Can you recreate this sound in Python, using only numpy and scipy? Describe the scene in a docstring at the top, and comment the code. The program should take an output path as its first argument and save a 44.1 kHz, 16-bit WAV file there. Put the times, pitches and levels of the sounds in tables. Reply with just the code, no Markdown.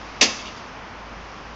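"""Distant traffic and a low engine drone are heard first, and go on throughout. Then a folding
wheelchair beside a parked car is knocked once. Its metal parts clack together in a quick cluster;
the impacts set the tube frame ringing and the seat thudding, each in its own damped modes.
The open yard throws the sound back as a thin diffuse tail and a few echoes."""
import sys
import numpy as np
from scipy import signal
from scipy.fft import rfft, irfft
from scipy.io import wavfile

SR = 44100
rng = np.random.default_rng(int(sys.argv[2]) if len(sys.argv) > 2 else 0)


def dump_mix(stems):
    """Bounce the given channels to the path in sys.argv[1] as a 16-bit WAV at rate SR."""
    frames = np.atleast_2d(stems).T  # one column per channel
    limited = np.clip(frames, -1, 1)  # hard clip at full scale
    pcm = np.round(limited * 32767).astype(np.int16)
    wavfile.write(sys.argv[1], SR, pcm)


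N = 68355

# spectra of the traffic and its hiss (frequency [Hz], relative level [dB])
TRAFFIC_SPECTRUM = [(20, -8), (35, -9.5), (80, 0.5), (150, -3), (230, 0.5), (350, -4.5), (700, -2),
                    (1100, 0), (1600, -5.5), (2400, -9), (3200, -14.5), (4000, -23), (6200, -33),
                    (8000, -65)]
HISS_SPECTRUM = [(1000, -12), (2600, 1.5), (4000, -1), (5200, 2), (6200, -2.5), (7200, -14), (7700, -30),
                 (8100, -48)]
# envelopes of traffic, hiss and drone (time [s], level [dB])
TRAFFIC_ENVELOPE = [(0, -38), (.5, -38), (.85, -38), (1.05, -39), (1.3, -39), (1.55, -39.5)]
HISS_ENVELOPE = [(0, -49), (.5, -47.5), (.8, -52.5), (1.1, -53), (1.3, -50.5), (1.55, -52)]
DRONE_ENVELOPE = [(0, -45.5), (.33, -53), (.48, -47), (.58, -61), (.8, -47.5), (.92, -52.5), (1.18, -43.5),
                  (1.4, -53.5), (1.53, -43.5)]
# spectrum of the yard's tail (frequency [Hz], gain [dB])
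TAIL_SPECTRUM = [(150, -6), (500, -7), (1200, -0.5), (2500, -14.5), (4000, -13), (6000, -11.5), (8500, -13)]
# its reverberation time (frequency [Hz], T60 [s])
TAIL_T60 = [(200, 0.58), (1200, 0.38), (2800, 0.83), (5000, 0.75), (8000, 0.56)]
# reflections from fence and walls (delay [s], gain [dB], band centre [Hz])
ECHOES = [(.068, -19.5, 2480), (.172, -24, 2800), (.24, -23, 2960), (.345, -33.5, 4480)]
# modes of seat with side panels, and of tube frame (frequency [Hz], relative level [dB], T60 [s])
SEAT_MODES = [(211.9, -13, .45), (246.3, -7, 0.37), (287, -6, 0.15), (344, -6, 0.12), (437, 2, 0.094),
              (514, -1.5, 0.11), (607.7, -6, 0.13), (699, -8.5, 0.19), (1064, -10.5, 0.18)]
FRAME_MODES = [(2278, -1, .16), (2436, -3, .16), (2631, -2, .14), (2818, 0, .17), (2973, -4, .17),
               (3642, -6, .14), (4387, -6, .17), (4676, -3, .19), (4897, -2, .19), (5120, -1, .19),
               (5293, -4, .17), (5852, -5, .17), (6217, -5, .17), (6394, -6, .18)]
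# dense ring of brackets, spokes and fittings (frequency [Hz], relative level [dB])
CLACK_SPECTRUM = [(60, -23), (130, -28), (300, -7.5), (1000, -9.5), (1350, -11.5), (2000, -3), (2600, 0.5),
                  (3300, -1.5), (4000, -4.5), (5000, 2), (5700, -2.5), (6500, -2.5), (7200, -11.5),
                  (8000, -31), (9000, -38)]
# contacts within the knock (time [s], relative level [dB])
CONTACTS = [(0.2104, -4.5), (0.2120, 2), (0.2152, 1), (0.225, -0.5)]

TIME = np.arange(N) / SR
FREQS = np.fft.rfftfreq(N, 1 / SR)


def amp(db):
    """Decibels to amplitude ratio."""
    return 10 ** (np.asarray(db) / 20)


def unit(x):
    """Normalisation to rms 1."""
    return x / np.sqrt(np.mean(x ** 2) + 1e-20)


def read(points, hz):
    """Interpolation on a log-frequency axis."""
    f, value = np.transpose(points)
    return np.interp(np.log(hz + 1), np.log(f + 1), value)


def level(points):
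    """Amplitude envelope, interpolated in decibels."""
    return amp(np.interp(TIME, *np.transpose(points)))


def add(mix, start_s, sound):
    """Superposition of a delayed sound."""
    part = mix[round(start_s * SR):][:len(sound)]
    part += sound[:len(part)]


def coloured(spectrum):
    """Random phases turn a spectrum into steady noise of rms 1."""
    phases = np.exp(2j * np.pi * rng.random(len(FREQS)))
    return unit(irfft(phases * amp(read(spectrum, FREQS)), N))


def fade(t, t60):
    """Exponential decay, 60 dB in t60."""
    return np.exp(-np.log(1000) * t / t60)


def rise(seconds):
    """Linear onset ramp."""
    return np.minimum(TIME / seconds, 1)


def ring(modes):
    """Free vibration: a sum of damped sinusoids of random phase."""
    return sum(amp(db) * fade(TIME, t60) * np.sin(2 * np.pi * (hz * TIME + rng.random()))
               for hz, db, t60 in modes)


def traffic():
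    """Incoherent addition: far tyres merge into an even wash, with a faint hiss on top."""
    wash = level(TRAFFIC_ENVELOPE) * coloured(TRAFFIC_SPECTRUM)
    return wash + level(HISS_ENVELOPE) * coloured(HISS_SPECTRUM)


def engine_drone(pitch_hz=52.6, waver_hz=0.88):
    """Frequency and amplitude modulation: one low engine note wavers and swells."""
    waver = unit(irfft(rng.standard_normal(len(FREQS)) * (FREQS < 5), N))
    phase = 2 * np.pi * np.cumsum(pitch_hz + waver_hz * waver) / SR
    return np.sqrt(2) * level(DRONE_ENVELOPE) * np.sin(phase)


def yard_reflections(source, spread_s=.006, width_octaves=.7):
    """Reflection and scattering: convolution with a diffuse tail and smeared echoes."""
    hz, times, noise = signal.stft(rng.standard_normal(N), SR, nperseg=256)
    t60 = read(TAIL_T60, hz)[:, None]
    energy_norm = np.sqrt(2 * np.log(1000) / (t60 * SR))
    tail = noise * fade(times, t60) * amp(read(TAIL_SPECTRUM, hz))[:, None] * energy_norm
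    response = signal.istft(tail, SR, nperseg=256)[1][:N] * rise(0.029)
    for delay, db, centre_hz in ECHOES:
        scatter = unit(rng.standard_normal(N) * TIME * np.exp(-TIME / spread_s)) / np.sqrt(N)
        band = 1 / np.hypot(1, np.log2((FREQS + 1) / centre_hz) / width_octaves * 2)
        response += amp(db) * irfft(rfft(scatter) * band * np.exp(-2j * np.pi * FREQS * delay), N)
    return signal.fftconvolve(source, response)[:N]


def wheelchair_knock(metal_rise_s=0.00035, seat_rise_s=0.0086):
    """Impact excitation: the fittings' dense modes clack as noise, the frame rings, the seat thuds."""
    chair = np.zeros(N)
    attack = rise(metal_rise_s)
    for start_s, db in CONTACTS:
        clack = attack * fade(TIME, t60=.15) * coloured(CLACK_SPECTRUM)
        add(chair, start_s, amp(db - 12.5) * clack)
    hardest_contact_s = CONTACTS[1][0]
    add(chair, hardest_contact_s, amp(-20.5) * attack * ring(FRAME_MODES))
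    add(chair, .214, amp(-18.5) * rise(seat_rise_s) * ring(SEAT_MODES))
    return chair


def scene():
    """Superposition of direct sound, reflections and background."""
    chair = wheelchair_knock()
    return (chair + yard_reflections(chair) + traffic() + engine_drone())[None]


def record(dry, ceiling=.72, knee=4, soften_hz=8200, edge_hz=9070):
    """Saturation rounds the loudest peaks; two low-pass filters limit the band."""
    rounded = dry / (1 + abs(dry / ceiling) ** knee) ** (1 / knee)
    softened = signal.sosfilt(signal.butter(12, soften_hz, fs=SR, output="sos"), rounded)
    band_edge = signal.firwin(255, edge_hz, window=("kaiser", 9), fs=SR)
    return signal.oaconvolve(softened, band_edge[None], "same")


dry = scene()
out = record(dry)
dump_mix(out)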